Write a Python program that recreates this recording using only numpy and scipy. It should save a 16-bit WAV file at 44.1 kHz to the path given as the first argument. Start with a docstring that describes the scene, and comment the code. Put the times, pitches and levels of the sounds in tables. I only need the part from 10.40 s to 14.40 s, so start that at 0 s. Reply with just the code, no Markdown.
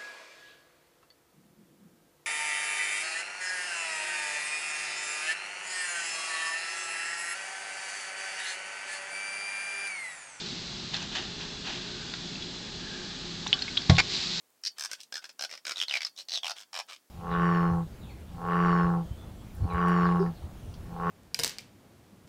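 """Vinegar poured on foam

Vinegar from a plastic bottle spatters in spurts onto a foaming heap in a tray; bubbles fizz and pop.
The bottle's wall snaps as it is turned upright, it thumps onto the table and its base skids briefly.
Then the wetted foam fizzes up. A small room hums and hisses throughout."""
import sys
import numpy as np
from scipy import signal
from scipy.fft import rfft, irfft
from scipy.io import wavfile

SR = 44100
rng = np.random.default_rng(int(sys.argv[2]) if len(sys.argv) > 2 else 0)


def master(y):
    """Save y as 16-bit WAV."""
    cut = np.clip(np.atleast_2d(y).T, -1, 1)
    pcm = np.round(cut * 32767)  # scale
    wavfile.write(sys.argv[1], SR, pcm.astype(np.int16))


N = 176400

# liquid landing on the foam: t/s, level/dB, rise/s, t60/s
SPURTS = [(.526, -33, 0.017, 0.39), (0.614, -42, 0.0076, 0.19), (.71, -39.5, 0.014, 0.86),
          (.751, -32, 0.002, 0.28), (.98, -40.5, 0.033, 0.5), (1.235, -35.5, 0.04, 0.88)]
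# spectrum of droplets and clicks: f/Hz, level/dB
SPATTER_SPECTRUM = [(240, -39.5), (400, -19.5), (498, -16.5), (770, -7), (1320, -11), (1680, -4.5),
                    (2290, -11.5), (2570, -3.5), (3410, -2.5), (7000, -19), (8600, -35.5), (11200, -69.5),
                    (18900, -120)]
# ringing of the thin stream: t/s, length/s, f/Hz, width/Hz, level/dB
STREAM_NOTES = [(1.4, 0.44, 1540, 220, -53), (2.334, 0.47, 1656, 220, -49.5)]
# foam activity: t/s, level/dB
FOAM_ENVELOPE = [(0, -40), (.3, -44.5), (.9, -49.5), (1.6, -47.5), (1.95, -46), (2.3, -50.5), (2.7, -47),
                 (3.1, -45.5), (3.62, -38.5), (3.68, -37.5), (3.74, -30.5), (3.86, -33.5), (4, -33)]
# spectrum of bursting foam: f/Hz, level/dB
FIZZ_SPECTRUM = [(700, -20), (1100, -22), (1600, -16.5), (2400, -12), (3300, -9), (3900, -2.5), (4500, -4),
                 (5200, -8), (6300, -17), (7500, -18), (8600, -32)]
# single bubbles: t/s, level/dB, f/Hz, t60/s, relative click/dB
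BUBBLE_POPS = [(.5428, -16.5, 3730, 0.015, -6), (.5535, -33, 3030, .02, -6),
               (.5665, -21.5, 4560, 0.013, -6), (.6268, -30.5, 6460, 0.0097, -4),
               (.7555, -29.5, 1790, 0.044, 0), (1.7385, -23, 3960, .008, 0), (1.740, -31, 1440, .012, -8),
               (1.955, -31, 2760, 0.017, -3), (2.023, -28.5, 3510, 0.032, -5)]
# bottle wall snaps: t/s, level/dB, f/Hz, t60/s, relative click/dB
WALL_SNAPS = [(3.0645, -28, 920, 0.018, -3), (3.0684, -23.5, 3690, 0.025, 5),
              (3.0765, -28.5, 6100, 0.018, -14), (3.1293, -2.5, 3150, .009, -18),
              (3.1337, -25.5, 3090, 0.066, -18), (3.14, -23, 4700, 0.023, -25),
              (3.191, -26, 3970, 0.017, -14), (3.2218, -19.5, 4450, 0.03, 0), (3.28, -27, 2270, 0.032, -25),
              (3.3715, -16.5, 3160, 0.013, -14), (3.3744, -9, 3440, 0.019, -28),
              (3.418, -29.5, 4700, 0.036, 4), (3.553, -27.5, 3730, 0.066, -1),
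              (3.568, -15.5, 3800, 0.0046, -12)]
# two modes of a small wall or bubble: frequency ratio, level/dB
PING_MODES = [(0.969, -0.5), (1.1, -4.5)]
# bottle shell: f/Hz, width/Hz, level re snap/dB, t60/s
SHELL_MODES = [(770, 70, -51, 0.48), (1150, 57, -42, 0.17), (1550, 240, -41.5, 0.75),
               (3290, 120, -23, 0.091)]
# bottle meets table, rim then flat base: t/s, level/dB
CONTACTS = [(3.4957, 0), (3.5021, -9)]
# table top: f/Hz, level/dB, t60/s
TABLE_MODES = [(71.5, -28, 0.27), (90.5, -5.5, 0.19), (131.7, -11, .2), (168.2, -16.5, 0.27),
               (256, -29, 0.14), (395, -28, 0.072), (507, -26.5, 0.11), (653, -25, 0.11),
               (755, -26.5, 0.089), (834, -20.5, 0.073), (1092, -36, 0.41), (1680, -40, 0.16),
               (2080, -36, 0.21)]
# spectrum of the plastic knock: f/Hz, level/dB
KNOCK_SPECTRUM = [(180, -47), (300, -12), (438, -1), (769, 4), (1080, -10), (2020, -5), (2720, -16.5),
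                  (3550, -1.5), (6970, -19.5), (8600, -38), (11200, -82), (18900, -120)]
# jerks of the skidding base: t/s, length/s, level/dB, low-pass/Hz
SKID_JERKS = [(3.5823, .004, -16.5, 4230), (3.59, 0.0053, -19.5, 6000), (3.598, 0.007, -17.5, 3240)]
# bottle base: f/Hz, level/dB, t60/s
BASE_MODES = [(870, -12, .02), (1510, -4.5, 0.028), (2210, -3, 0.032), (2370, 9.5, 0.026),
              (2800, -1, 0.027), (3630, 5.5, 0.018), (4400, -12, 0.012), (4560, 8, 0.015),
              (5250, -25, .012), (6840, 3, .008)]
# spectrum of the rub: f/Hz, level/dB
GRIT_SPECTRUM = [(120, -38), (200, -22), (439, -32), (693, -7), (1110, -14), (2440, 3.5), (3290, -5),
                 (4960, -1.5), (7350, -21.5), (8600, -27), (11200, -64), (18900, -120)]
# spectrum of room noise: f/Hz, level/dB
ROOM_SPECTRUM = [(30, -4.5), (50, -4), (75, -9), (120, -2.5), (180, -3), (300, -6.5), (400, -10),
                 (500, -15.5), (750, -16), (1250, -17.5), (1600, -15.5), (2100, -17.5), (3000, -13),
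                 (4200, -10.5), (5600, -17.5), (7250, -21.5), (8000, -26), (8600, -35)]
# hum resonances: f/Hz, width/Hz, level/dB
HUM_PEAKS = [(169, 9.7, -51), (198.5, 9.7, -54.5), (253, 21, -55.5), (359.2, 9.3, -55), (415, 7.7, -58.5)]
# hiss resonances: f/Hz, width/Hz, level/dB
HISS_PEAKS = [(847, 50, -65.5), (1223, 37, -66), (1643, 110, -67.5), (2930, 490, -67), (3418, 110, -53),
              (3720, 290, -55), (4100, 260, -52.5), (4800, 350, -56), (6310, 230, -63)]

TOP_HZ = 8850


def pouring(drops_per_s=8000):
    """Each spurt is a droplet shower that swells and dies; the stream adds a faint hollow note."""
    t = clock()
    flow = sum(amp(db) * np.clip((t - at_s) / rise_s, 0, 1) * fade(t - at_s - rise_s, t60_s)
               for at_s, db, rise_s, t60_s in SPURTS)
    out = flow * colour(crackle(drops_per_s, spread_db=2), SPATTER_SPECTRUM)
    for at_s, length_s, hz, width_hz, db in STREAM_NOTES:
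        swell = np.sin(np.pi * np.clip((t - at_s) / length_s, 0, 1))
        out += amp(db) * swell * resonance(hz, width_hz)
    return out


def foam(bursts_per_s=10000):
    """Tiny bubbles burst, louder as the reaction picks up."""
    level_db = np.interp(clock(), *np.array(FOAM_ENVELOPE).T)
    return amp(level_db) * colour(crackle(bursts_per_s, spread_db=2.3), FIZZ_SPECTRUM)


def bubble_pops():
    """Single bubbles pop with a click and a ping."""
    return ticks(BUBBLE_POPS)


def bottle_wall():
    """The thin wall snaps as the grip shifts; the shell rings on faintly."""
    out, t = ticks(WALL_SNAPS), clock()
    for hz, width_hz, ring_db, t60_s in SHELL_MODES:
        energy = sum((t > at_s) * (amp(db) * fade(t - at_s, t60_s)) ** 2 for at_s, db, *_ in WALL_SNAPS)
        out += amp(ring_db) * np.sqrt(energy) * resonance(hz, width_hz)
    return out


def bottle_landing(push_s=0.0025, knock_db=-10.5, rattle_db=-28):
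    """Each contact pushes the table top down with a plastic knock; things on it rattle faintly."""
    out, t, table = np.zeros(N), clock(), ring(TABLE_MODES, SR // 2)
    push = np.minimum(t / push_s, 1)
    thump = -passband(table * push[:len(table)], 63, TOP_HZ, order=3)  # little deep bass radiates
    knock = amp(knock_db) * fade(t, t60_s=0.028)
    rattle = amp(rattle_db) * fade(t, t60_s=0.21)
    for at_s, db in CONTACTS:
        noise = colour(rng.standard_normal(N), KNOCK_SPECTRUM)
        add(out, at_s, amp(db) * thump)
        add(out, at_s, amp(db) * push * (knock + rattle) * noise)
    return out


def bottle_skid(slip_hz=900, jitter=0.55, grit_db=-4, size=4096):
    """Uneven stick-slip pulses ring the base, over a gritty rub."""
    out, t, base = np.zeros(N), clock()[:size], ring(BASE_MODES, size)
    for at_s, length_s, db, lowpass_hz in SKID_JERKS:
        gaps_s = np.exp(jitter * rng.standard_normal(32)) / slip_hz
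        times_s = np.cumsum(gaps_s) - gaps_s[0]
        slips = np.zeros(size)
        slips[(times_s[times_s < length_s] * SR).astype(int)] = 1
        rasp = signal.fftconvolve(slips, base)[:size]
        rasp = signal.sosfilt(signal.butter(1, lowpass_hz, fs=SR, output="sos"), rasp)
        rasp *= np.sqrt(length_s * SR / np.sum(rasp ** 2))
        grit = colour(rng.standard_normal(size), GRIT_SPECTRUM) * fade(t - length_s, t60_s=0.0095)
        add(out, at_s, amp(db) * (rasp + amp(grit_db) * grit))
    return out


def reflections(x, level_db=-11.5, t60_s=0.041, delay_s=0.002):
    """Quick echoes off table and walls."""
    t = clock()[:SR // 2]
    tail = rng.standard_normal(len(t)) * fade(t, t60_s) * (t > delay_s)
    return amp(level_db) * signal.fftconvolve(x, tail / np.linalg.norm(tail))[:N]


def room(level_db=-41.5, waver_db=0.22):
    """Near-steady rumble and hiss with narrow resonances."""
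    waver = resonance(hz=3.2, width_hz=12)
    noise = colour(rng.standard_normal(N), ROOM_SPECTRUM) * amp(level_db + waver_db * waver)
    return noise + sum(amp(db) * resonance(hz, width_hz) for hz, width_hz, db in HUM_PEAKS + HISS_PEAKS)


def ticks(rows, rise_s=0.00029, band_ratio=3.1, size=4096):
    """Short two-mode pings, each opened by a broad click."""
    out, t = np.zeros(N), clock()[:size]
    for at_s, db, hz, t60_s, click_db in rows:
        ping = ring([(hz * ratio, mode_db, t60_s) for ratio, mode_db in PING_MODES], size)
        ping = passband(ping * np.minimum(t / rise_s, 1), hz / band_ratio, hz * band_ratio)
        click = 0.5 * colour(rng.standard_normal(size), SPATTER_SPECTRUM) * fade(t, t60_s=0.011)
        add(out, at_s, amp(db) * (ping + amp(click_db) * click))
    return out


def crackle(per_s, spread_db):
    """Random impulses, most weak, a few strong."""
    hits = rng.random(N) < per_s / SR
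    signs = rng.choice([-1, 1], N)
    return hits * signs * amp(spread_db * np.minimum(rng.exponential(size=N), 6))


def ring(modes, size):
    """Sum of decaying sines."""
    t = clock()[:size]
    return sum(amp(db) * np.sin(2 * np.pi * hz * t) * fade(t, t60_s) for hz, db, t60_s in modes)


def resonance(hz, width_hz):
    """Noise in one resonance; rms 1."""
    f = np.fft.rfftfreq(N, 1 / SR)
    return unit(irfft(rfft(rng.standard_normal(N)) / (1 + (2 * (f - hz) / width_hz) ** 2), N))


def colour(x, spectrum):
    """Shape by a spectrum, falling off beyond its ends; rms 1."""
    hz, db = np.array(spectrum).T
    f = np.maximum(np.fft.rfftfreq(len(x), 1 / SR), 1)
    gain = amp(np.interp(np.log(f), np.log(hz), db))
    skirts = np.minimum(f / hz[0], 1) ** 2 * np.minimum(hz[-1] / f, 1) ** 10
    return unit(irfft(rfft(x) * skirts * gain, len(x)))


def passband(x, low_hz, high_hz, order=2):
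    """Band-pass filter."""
    edges_hz = [low_hz, min(high_hz, SR / 2 - 1)]
    return signal.sosfilt(signal.butter(order, edges_hz, "band", fs=SR, output="sos"), x)


def fade(t, t60_s):
    """1 until t = 0, then down 60 dB per t60_s."""
    return np.exp(-np.log(1000) * np.maximum(t, 0) / t60_s)


def amp(db):
    """dB to gain."""
    return 10 ** (np.asarray(db) / 20)


def unit(x):
    """Scale to rms 1."""
    return x / np.sqrt(np.mean(x ** 2) + 1e-20)


def clock():
    """Sample times in s."""
    return np.arange(N) / SR


def add(out, at_s, x):
    """Mix x in at at_s."""
    i = int(at_s * SR)
    out[i:i + len(x)] += x[:N - i]


def scene():
    """Pops, snaps and skid with reflections, plus landing, pour, foam and room; mono."""
    near = bubble_pops() + bottle_wall() + bottle_skid()
    return (near + reflections(near) + bottle_landing() + pouring() + foam() + room())[None]


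def record(dry, rolloff_hz=7930):
    """Small microphone: treble roll-off, then a steep cut."""
    f = np.fft.rfftfreq(N, 1 / SR)
    soft = irfft(rfft(dry) / np.sqrt(1 + (f / rolloff_hz) ** 20), N)
    return signal.sosfilt(signal.ellip(10, 0.2, 80, TOP_HZ, fs=SR, output="sos"), soft)


dry = scene()
out = record(dry)
master(out)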